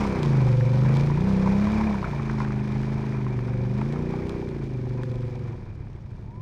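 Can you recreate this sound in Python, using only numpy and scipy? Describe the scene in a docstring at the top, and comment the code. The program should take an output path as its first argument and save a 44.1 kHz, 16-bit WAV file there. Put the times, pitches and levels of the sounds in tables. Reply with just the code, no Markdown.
"""A quad bike churns away through deep mud in a wooded gully, the throttle opening and closing.
From the start, each firing rings the exhaust and lets out a rasp of gas; the tyres fling mud and
flick stones, and gravel knocks on the underside. The clods thin out after 3.3 s as the bike recedes.
Near 5.6 s the throttle shuts and the engine burbles unevenly. At 6.2 s a faint whine rises far off."""
import sys
import numpy as np
from scipy import signal
from scipy.fft import rfft, irfft, next_fast_len
from scipy.io import wavfile

SR = 44100
rng = np.random.default_rng(int(sys.argv[2]) if len(sys.argv) > 2 else 0)


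def store_wav(level_fs):
    """Save 16-bit WAV to argv[1]."""
    pcm = np.round(np.clip(np.atleast_2d(level_fs), -1, 1) * 32767)
    wavfile.write(sys.argv[1], SR, pcm.T.astype(np.int16))


N = 282681
TIME_S = np.arange(N) / SR
CRUISE_HZ = 26  # firing rate

# engine speed: time_s, firing_hz
FIRING_RATE = [(0, 35.2), (.12, 32.5), (.26, 28), (.5, 24.5), (.65, 23.8), (1.03, 28.2), (1.14, 28.5),
               (1.28, 32.6), (1.37, 31.7), (1.42, 31.7), (1.57, 33), (1.72, 35.9), (1.85, 35.9), (2, 32.5),
               (2.14, 27.9), (2.4, 26.3), (2.54, 25.7), (2.93, 26.7), (3.12, 26.4), (3.43, 24),
               (3.73, 24.7), (3.94, 29.3), (4.05, 30.2), (4.33, 31.4), (4.48, 30.2), (4.62, 27),
               (4.76, 25.1), (4.83, 24.8), (5.16, 24.1), (5.6, 22.7), (5.75, 20.2), (6, 19.1), (6.4, 20.9)]
# engine load, heard as boom strength: time_s, level_db
ENGINE_LOAD = [(0.0, -6), (0.13, -3.5), (0.28, 4), (0.55, 2.3), (0.7, 1.5), (0.88, 3.9), (1.15, 3),
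               (1.3, 2), (1.5, 3), (1.7, -4), (1.88, -4.5), (2.08, -4), (2.3, -5), (2.8, -4), (3.3, -5.5),
               (3.72, -3.5), (4.0, -2.5), (4.3, -7.5), (4.65, -8.5), (5.05, -5.5), (5.5, -8.5), (5.7, -28)]
# boom: order, cruise_db, db_per_firing_hz, load_share
BOOM_ORDERS = [(1.0, -38, 0.7, 0.53), (2.0, -34, 0.57, 0.34), (3.0, -44, 2, 1.1), (4.0, -38.5, 1.07, 0.62),
               (5.0, -19, 0.15, 1.08), (6.0, -20.5, 0.16, 1.49), (7.0, -40, -0.74, 0.15),
               (8.0, -34.5, -1.18, 0.98)]
# extra gain of order 8: time_s, gain_db
OVERTONE_GAIN = [(0.0, 13.5), (0.3, -1.5), (0.5, -2.5), (0.85, 1), (1.5, -3), (2.1, 0), (2.3, 8), (3.2, 4),
                 (3.9, 8), (4.5, 5.5), (4.8, -3), (5.5, -6)]
# bark and hollow ring: order, cruise_db, db_per_firing_hz
BARK_ORDERS = [(9.0, -52.5, 0.02), (10.0, -45.5, -1.54), (11.0, -49.5, -0.32), (12.0, -49.5, -0.57),
               (13.0, -53.5, 2.5), (14.0, -53.5, 1.56), (15.0, -45, 1.3), (16.0, -43.5, 1),
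               (17.0, -53.5, 2), (18.0, -48, 0), (19.0, -60.5, 4), (20.0, -55, 0), (21.0, -50, -2.5),
               (22.0, -54.5, -2.7)]
# exhaust bark: time_s, gain_db
BARK_GAIN = [(0.0, 12.5), (0.2, 8), (0.6, 0), (1.1, 4.5), (1.6, 6), (1.85, 10.5), (2.1, -3), (2.3, 1.5),
             (3.2, 1), (3.7, 0), (4.0, 5), (4.4, 6), (4.7, 1), (5.1, -0.5), (5.5, -5), (5.7, -14.5),
             (5.95, -34)]
# hollow ring above the bark: time_s, gain_db
HOLLOW_GAIN = [(0.0, -6), (0.3, 12.5), (0.6, 15.5), (1.0, 14.5), (1.2, -2), (1.45, 4), (1.85, -17.5),
               (2.1, -13), (3.2, -6.5), (3.55, 7.5), (3.8, 5), (4.3, -3), (4.7, -0.5), (5.1, 8.5),
               (5.5, -1), (5.7, -14), (5.95, -25)]
# pipe and silencer response: freq_hz, gain_db
SILENCER_RESPONSE = [(25.0, -7.62), (60.0, -3.4), (80.0, 2.34), (105.0, -2.67), (124.0, 0.06),
                     (140.0, -2.96), (170.0, -14.61), (192.0, -3.5), (209.0, 5.33), (222.0, 4.21), (232, 2),
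                     (245.0, 4.05), (268, 3.8), (287, -3), (308, 5.5), (340.0, 8.06), (370.0, 7.67),
                     (400.0, 0.12), (430.0, -8.67), (455.0, -11.47), (485.0, -4.41), (510.0, -4.29),
                     (545.0, -5.05), (580.0, -7.93), (660.0, -12.65), (780.0, 12.78)]
# gas rasp, with the microphone's peak near 2.35 kHz: freq_hz, density_db
RASP_SPECTRUM = [(430, -2), (560, 1), (660, 0), (780, -1), (1000, 2), (1150, -12.5), (1350, -17),
                 (1750, -9), (2020, -16.5), (2350, -2), (2550, -12.5), (2800, -52), (4000, -58.5),
                 (11000, -80.5)]
# low gas puff: freq_hz, density_db
PUFF_SPECTRUM = [(70, -37), (150, -5.5), (230, -10.5), (300, -4.5), (385, -8), (445, -0.5), (510, -4.5),
                 (600, -21), (750, -16.5), (2000, -58)]
# uneven firings, throttle shut: start_s, level_db
BURBLE_FIRINGS = [(5.672, -23), (5.774, -26), (5.806, -20), (5.9, -32), (5.951, -25), (6.118, -24),
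                  (6.194, -25), (6.282, -27.5), (6.375, -26.5)]
# rasp and mud at cruise, fading with distance: time_s, level_db
CHURN_LEVEL = [(0, -40), (.7, -41), (.95, -37.5), (1.15, -42), (1.75, -41.5), (2.4, -42), (3.6, -44),
               (4.15, -46.5), (4.4, -48.5), (4.7, -49), (5.38, -49), (5.5, -47.5), (5.62, -52.5),
               (6.4, -56.5)]
# big clods landing: start_s, level_db, pitch_hz
BIG_CLODS = [(0.05, -12.5, 980), (0.25, -15.5, 1030), (0.366, -24, 870), (0.405, -19, 990),
             (0.471, -15.5, 800), (0.607, -25, 990), (0.651, -21, 870), (0.732, -18, 960),
             (0.85, -15.5, 960), (0.963, -16, 990), (1.1, -13, 982), (1.175, -16.5, 980), (1.362, -19, 900),
             (1.461, -13, 980), (1.474, -10, 935), (1.529, -13.5, 800), (1.67, -10.5, 1020),
             (1.802, -13, 920), (1.82, -20, 860), (1.874, -18, 960), (1.943, -12, 980), (2.028, -12, 1040),
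             (2.132, -15.5, 930), (2.197, -16, 1100), (2.297, -21, 1050), (2.403, -9, 1040),
             (2.759, -20, 830), (3.041, -21, 940), (3.148, -22, 980), (3.266, -16.5, 1036),
             (3.816, -14, 915), (4.138, -13, 810), (4.295, -25, 885), (4.315, -30, 1000), (4.425, -23, 840),
             (4.62, -29, 940), (4.868, -25.5, 780), (5.872, -33, 740)]
# spray hiss and valve ticks: time_s, level_db
HISS_LEVEL = [(0.0, -48.5), (0.16, -53.5), (0.68, -55.5), (0.95, -52.5), (1.18, -55), (1.68, -52.5),
              (2.05, -56), (2.55, -60), (2.82, -57.5), (3.36, -62), (3.62, -61.5), (3.91, -59.5),
              (4.3, -60.5), (4.59, -64), (5.36, -64), (5.53, -66), (5.69, -71), (6.41, -73.5)]
# spray hiss and valve ticks, with the microphone's narrow treble peaks: freq_hz, density_db
HISS_SPECTRUM = [(2000, -7.5), (2800, 1.5), (3200, 1), (3700, 2), (4200, -0.5), (5200, -1), (6400, -6),
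                 (8330, -17.5), (8660, -7), (8970, -14.5), (9600, -22), (10000, -18), (10600, -36.5),
                 (11500, -41.5), (12050, -22.5), (12700, -33), (13400, -15), (13900, -28), (15600, -34)]
# tyres spinning up: centre_s, length_s, gain_db
SLUSH_SURGES = [(0.023, 0.077, -0.5), (.15, 0.057, -3), (0.375, 0.31, 0.5), (1.012, 0.075, -9),
                (1.474, 0.23, -3), (1.796, 0.16, -1.5), (2.278, 0.16, -0.5), (2.443, 0.088, 1),
                (2.726, .06, -2.5), (3.156, 0.059, -14), (3.842, 0.069, 1), (4.14, 0.069, -2),
                (4.322, 0.057, -0.5), (4.616, 0.035, -11), (5.488, 0.061, -22)]
# thrown slush: freq_hz, density_db
SLUSH_SPECTRUM = [(450, -16), (600, -6), (750, 0), (1020, 3.5), (1300, -4), (1900, -11.5), (2400, -7.5),
                  (2800, -25.5), (5500, -22.5), (9000, -41), (11000, -68.5)]
# gravel on the underside: start_s, level_db, pitch_hz
GRAVEL_KNOCKS = [(0.609, -20, 1770), (1.073, -20, 1300), (1.147, -26, 1290), (1.493, -25, 1360),
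                 (1.598, -21, 1300), (2.043, -13, 1320), (2.073, -23, 1300), (2.279, -31, 1650),
                 (2.2972, -15, 1520), (2.381, -31, 1810), (2.405, -21, 1640), (2.449, -20, 1500),
                 (2.477, -23, 1140), (2.506, -21, 1200), (2.594, -24, 1360), (2.6472, -24, 1740),
                 (2.832, -20.5, 1510), (2.922, -24, 1300), (3.123, -22, 1290), (3.3898, -22, 1280),
                 (3.481, -23.5, 1410), (3.735, -34, 1280), (3.813, -21, 1330), (3.96, -28, 1220),
                 (4.296, -26, 1250), (5.0335, -26, 1730), (5.26, -39, 1440), (5.578, -37.5, 1200),
                 (5.87, -38, 1170)]
# flicked stones: start_s, level_db
STONE_TICKS = [(0.0745, -28), (0.2314, -19.5), (0.4165, -33), (0.4685, -32), (0.9702, -23.5), (1.2085, -35),
               (1.7194, -29), (2.2315, -36), (2.7225, -36), (2.8165, -36), (3.3065, -41), (3.8125, -36),
               (3.925, -32), (4.1095, -38), (4.1635, -38), (4.2946, -25.5), (4.4895, -35.5), (5.034, -32),
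               (5.117, -37), (5.157, -39), (5.2195, -44), (5.2535, -43), (5.2815, -43), (5.3565, -41),
               (5.9635, -50)]
# breaking grit: freq_hz, density_db
CRUNCH_SPECTRUM = [(600, -26), (900, 0), (1300, 1), (1900, 0.5), (2400, -2), (2900, -17.5), (6000, -26.5),
                   (11000, -60.5)]
# tyre and chassis rumble: freq_hz, density_db
RUMBLE_SPECTRUM = [(15, -33), (28, 0), (40, 1), (58, -3), (80, 1.5), (110, 4.5), (160, -6), (205, -4),
                   (260, -15), (350, -14), (600, -26), (1500, -78)]
# far whine: time_s, pitch_hz, level_db
WHINE_GLIDE = [(6.23, 840, -80), (6.28, 880, -58), (6.34, 965, -55), (6.41, 1040, -54)]


def exhaust(firing_hz, cycle, load_db, bark_db, uneven_db=0.23, jitter_turns=0.0022):
    """Each firing booms, then barks, later at light load; no two are quite alike."""
    lag_turns = np.interp(load_db, [-11, 1], [.43, .3])
    cycle = cycle + jitter_turns * drift(25)
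    low = from_db(uneven_db * drift(26)) * boom(firing_hz, cycle, load_db)
    high = from_db(uneven_db * drift(26)) * bark(firing_hz, cycle - lag_turns, bark_db)
    return low + high


def boom(firing_hz, cycle, load_db):
    """Low orders follow the load and swell as the revs carry them through the silencer's peaks."""
    orders = np.arange(len(BOOM_ORDERS)) + 1
    _, cruise_db, db_per_hz, load_share = np.transpose(BOOM_ORDERS)[:, :, None]
    db = cruise_db + db_per_hz * (firing_hz - CRUISE_HZ) + load_share * load_db
    db += silencer_db(orders[:, None] * firing_hz)
    db[-1] += in_time(OVERTONE_GAIN)[0]
    return pulse_train(orders, db, cycle, rough=0.056, echo_share=0.13)


def bark(firing_hz, cycle, bark_db, split_hz=445):
    """High orders sweep the pipe's resonances: a bark below split_hz, a hollow ring above."""
    orders = np.arange(len(BARK_ORDERS)) + len(BOOM_ORDERS) + 1
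    _, cruise_db, db_per_hz = np.transpose(BARK_ORDERS)[:, :, None]
    hz = orders[:, None] * firing_hz
    hollow_share = np.clip((hz - split_hz) / 30 + .5, 0, 1)
    db = cruise_db + db_per_hz * (firing_hz - CRUISE_HZ) + silencer_db(hz)
    db += (1 - hollow_share) * bark_db + hollow_share * in_time(HOLLOW_GAIN)[0]
    return pulse_train(orders, db, cycle, rough=.1, echo_share=.33, smear_rad=.05)


def pulse_train(orders, db, cycle, rough, echo_share, smear_rad=0):
    """One pulse per cycle; like a resonator, it starts sharply and rings out (minimum phase)."""
    hop, size = 200, 64
    floor_db = db[:, ::hop].max(axis=0) - 24
    spectrum_db = np.tile(floor_db, (size // 2 + 1, 1))
    spectrum_db[orders] = np.maximum(db[:, ::hop], floor_db)
    cepstrum = irfft(np.log(from_db(spectrum_db)), axis=0)[:size // 2]
    phase_rad = np.imag(rfft(2 * cepstrum, size, axis=0))
    bins = np.arange(len(phase_rad))[:, None]
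    # orders below 16 leave the pipe later: a downward sweep
    phase_rad += smear_rad * np.minimum(bins - 16, 0) ** 2
    # part of the pulse comes half a cycle later, on the crank's other turn
    phase_rad += np.arctan(echo_share) * (-1) ** bins
    out = np.zeros(N)
    for order, level_db in zip(orders, db):
        angle_rad = 2 * np.pi * order * cycle + np.interp(TIME_S, TIME_S[::hop], phase_rad[order])
        out += from_db(level_db) * (1 + rough * drift(16)) * np.cos(angle_rad)
    return out


def silencer_db(hz):
    """Pipe and silencer gain at hz."""
    points_hz, db = np.transpose(SILENCER_RESPONSE)
    return np.interp(np.log(hz), np.log(points_hz), db)


def gas_rush(cycle, churn_db, bark_db, rasp_db=-2, flutter_db=2.35, puff_db=-53):
    """Gas rushes out after each firing: a fluttering, microphone-coloured rasp over a low puff."""
    rasp = from_db(churn_db + rasp_db + flutter_db * drift(35)) * noise(RASP_SPECTRUM)
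    puff = from_db(bark_db + puff_db) * noise(PUFF_SPECTRUM)
    return firing_gate(cycle, sharpness=0.21, delay_turns=0.19) * (rasp + puff)


def valve_tick(cycle, hiss_db, gain_db=-6):
    """A short bright valve tick sounds with each firing."""
    gate = firing_gate(cycle, sharpness=4, delay_turns=0.064)
    return from_db(hiss_db + gain_db) * gate * noise(HISS_SPECTRUM)


def burble(gain_db=-7, deep_db=-5, knock_db=-12):
    """Lone weak firings thud in the pipe's lowest resonances and knock in the silencer."""
    pops = clicks_at(BURBLE_FIRINGS)
    thud = from_db(deep_db) * ring(pops, hz=83, t60_s=0.15) + ring(pops, hz=108, t60_s=0.2)
    knock = from_db(knock_db) * ring(pops, hz=352, t60_s=0.062)
    return from_db(gain_db) * (thud + knock)


def splats(churn_db, small_per_s=5, until_s=3.3, small_db=14, spread_db=3.5, pitch_hz=(800, 1088)):
    """Clods slap the puddle and trap air that rings; small ones fall at random among the big."""
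    when, size, pitch = rng.random((int(small_per_s * until_s), 3)).T
    start_s = when * until_s
    level_db = np.interp(start_s, TIME_S, churn_db) + small_db + spread_db * (2 * size - 1)
    small_clods = zip(start_s, level_db, np.interp(pitch, [0, 1], pitch_hz))
    return hits([*BIG_CLODS, *small_clods], ring_db=-8.5, ring_t60_s=0.023, slap_db=-21)


def mud_patter(churn_db, gain_db=-5, pitches=16):
    """Small lumps patter down, each a short wet ring."""
    lumps = grains(per_s=700 * from_db(2 * drift(9)), spread_db=3.5)
    pitch_index = rng.integers(0, pitches, N)
    patter = sum(ring(lumps * (pitch_index == k), hz, t60_s=8 / hz) / hz ** 0.84
                 for k, hz in enumerate(np.geomspace(720, 2400, pitches)))
    return from_db(churn_db + gain_db) * rms_one(patter)


def spray(hiss_db, gain_db=0.86, drop_share=0.78, flutter_db=1):
    """Fine drops hiss off the tyres in spurts."""
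    drops = rms_one(grains(per_s=1500, spread_db=5) * from_db(4 * drift(45)))
    hiss = colour(rng.standard_normal(N) + drop_share * drops, HISS_SPECTRUM)
    return from_db(hiss_db + gain_db - flutter_db * drift(130)) * hiss


def slush(churn_db, gain_db=-2, flutter_db=2):
    """Spinning tyres throw dense, lumpy surges of wet grit."""
    swell = sum(from_db(db) * np.exp(-2 * ((TIME_S - centre_s) / length_s) ** 2)
                for centre_s, length_s, db in SLUSH_SURGES)
    envelope = from_db(churn_db + gain_db + flutter_db * drift(70)) * swell
    return envelope * colour(grains(per_s=3000, spread_db=5), SLUSH_SPECTRUM)


def gravel(bounce_s=0.0057, bounce_loss_db=11):
    """Gravel strikes the underside with a dry knock and bounces once."""
    scatter = rng.uniform(.75, 1.25, (len(GRAVEL_KNOCKS), 2))
    bounces = [(start_s + bounce_s * stretch, db - bounce_loss_db, hz * detune)
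               for (start_s, db, hz), (stretch, detune) in zip(GRAVEL_KNOCKS, scatter)]
    return hits([*GRAVEL_KNOCKS, *bounces], ring_db=-7.5, ring_t60_s=.012, slap_db=-10)


def stones(gain_db=15, band_hz=(700, 4000), grit_db=-21, grit_t60_s=.014):
    """Flicked stones tick sharply, each trailing wet grit."""
    age_s = np.arange(SR // 20) / SR
    grit = from_db(grit_db - 60 * age_s / grit_t60_s) * rng.standard_normal(len(age_s))
    ticks = signal.fftconvolve(clicks_at(STONE_TICKS), (age_s == 0) + grit)[:N]
    band = signal.butter(2, band_hz, "band", fs=SR, output="sos")
    return from_db(gain_db) * signal.sosfilt(band, ticks)


def crunch(churn_db, gain_db=-9, per_s=900, decay_s=.0008):
    """Grit crackles under the tread, each grain a tiny noise burst."""
    age_s = np.arange(SR // 100) / SR
    cracks = grains(per_s * from_db(2 * drift(20)), spread_db=3.5)
    power = signal.fftconvolve(cracks ** 2, np.exp(-2 * age_s / decay_s))[:N]
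    crackle = np.sqrt(np.abs(power)) * rng.standard_normal(N)
    return from_db(churn_db + gain_db) * colour(crackle, CRUNCH_SPECTRUM)


def rumble(near_db=-35, far_db=-39):
    """Tyres and chassis roll low, sinking with distance."""
    return from_db(np.linspace(near_db, far_db, N)) * noise(RUMBLE_SPECTRUM)


def whine(waver=0.0068, halo_share=.6, halo_hz=60):
    """A thin, unsteady rising tone in a narrow halo of noise."""
    hz, db = in_time(WHINE_GLIDE)
    phase_rad = 2 * np.pi * np.cumsum(hz * (1 + waver * drift(130))) / SR
    tone = np.sin(phase_rad) + halo_share * drift(2 * halo_hz) * np.cos(phase_rad)
    started = TIME_S > WHINE_GLIDE[0][0]
    return from_db(db) * started * np.sqrt(2) * tone


def hits(rows, ring_db, ring_t60_s, slap_db, slap_t60_s=0.014, attack_s=0.00045):
    """A noisy slap and a pitched ring per row."""
    out, age_s = np.zeros(N + SR), np.arange(SR // 10) / SR
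    band = signal.butter(4, [650, 2200], "band", fs=SR, output="sos")
    attack = 1 - np.exp(-age_s / attack_s)
    for start_s, db, hz in rows:
        slap = rms_one(signal.sosfilt(band, rng.standard_normal(len(age_s))))
        slap *= from_db(slap_db - 60 * age_s / slap_t60_s)
        tone = np.sin(2 * np.pi * hz * age_s) * from_db(ring_db - 60 * age_s / ring_t60_s)
        at = int(start_s * SR)
        out[at:at + len(age_s)] += from_db(db) * (slap + tone) * attack
    return out[:N]


def firing_gate(cycle, sharpness, delay_turns):
    """One swell per firing; rms 1."""
    return rms_one(np.exp(sharpness * np.cos(2 * np.pi * (cycle - delay_turns))))


def ring(clicks, hz, t60_s):
    """Each click starts a decaying sine."""
    radius, step_rad = from_db(-60 / (t60_s * SR)), 2 * np.pi * hz / SR
    feedback = [1, -2 * radius * np.cos(step_rad), radius * radius]
    return signal.lfilter([0, np.sin(step_rad)], feedback, clicks + 1e-18)


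def clicks_at(rows):
    """One click per row."""
    out = np.zeros(N)
    for start_s, db in rows:
        out[int(np.clip(start_s * SR, 0, N - 1))] = from_db(db)
    return out


def grains(per_s, spread_db):
    """Random clicks of uneven size and sign."""
    sizes = from_db(spread_db * np.minimum(rng.exponential(1, N), 4)) * rng.choice([-1, 1], N)
    return sizes * (rng.random(N) < per_s / SR)


def noise(spectrum):
    """Shaped Gaussian noise; rms 1."""
    return colour(rng.standard_normal(N), spectrum)


def colour(x, spectrum):
    """Filter by a spectrum on a log-frequency axis; rms 1."""
    hz, db = np.transpose(spectrum)
    size = next_fast_len(N)
    bins_hz = np.maximum(np.fft.rfftfreq(size, 1 / SR), 1)
    gain = from_db(np.interp(np.log(bins_hz), np.log(hz), db))
    return rms_one(irfft(rfft(x, size) * gain, size)[:N])


def drift(per_s):
    """Random wander; spread about 1."""
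    return np.interp(TIME_S * per_s, np.arange(2000), rng.standard_normal(2000))


def in_time(rows):
    """One piecewise-linear curve per value column."""
    time_s, *columns = np.transpose(rows)
    return [np.interp(TIME_S, time_s, column) for column in columns]


def from_db(db):
    """Decibels to gain."""
    return 10 ** (np.asarray(db) / 20)


def rms_one(x):
    """Scale to unit rms."""
    return x / np.sqrt(np.mean(x ** 2) + 1e-20)


def scene(churn_db_per_hz=.5):
    """Engine, ground and whine in mono; tyre churn and gas flow follow revs and distance."""
    firing_hz, = in_time(FIRING_RATE)
    load_db, = in_time(ENGINE_LOAD)
    bark_db, = in_time(BARK_GAIN)
    hiss_db, = in_time(HISS_LEVEL)
    churn_db = in_time(CHURN_LEVEL)[0] + churn_db_per_hz * (firing_hz - CRUISE_HZ)
    cycle = np.cumsum(firing_hz) / SR - .25  # one turn per firing
    engine = exhaust(firing_hz, cycle, load_db, bark_db) + burble()
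    gas = gas_rush(cycle, churn_db, bark_db) + valve_tick(cycle, hiss_db)
    mud = mud_patter(churn_db) + spray(hiss_db) + slush(churn_db)
    ground = crunch(churn_db) + splats(churn_db) + gravel() + stones() + rumble()
    return (engine + gas + mud + ground + whine())[None]


def record(dry):
    """Steep low-pass."""
    cutoff_hz = 15700
    return signal.sosfilt(signal.ellip(10, .2, 80, cutoff_hz, fs=SR, output="sos"), dry)


dry = scene()
out = record(dry)
store_wav(out)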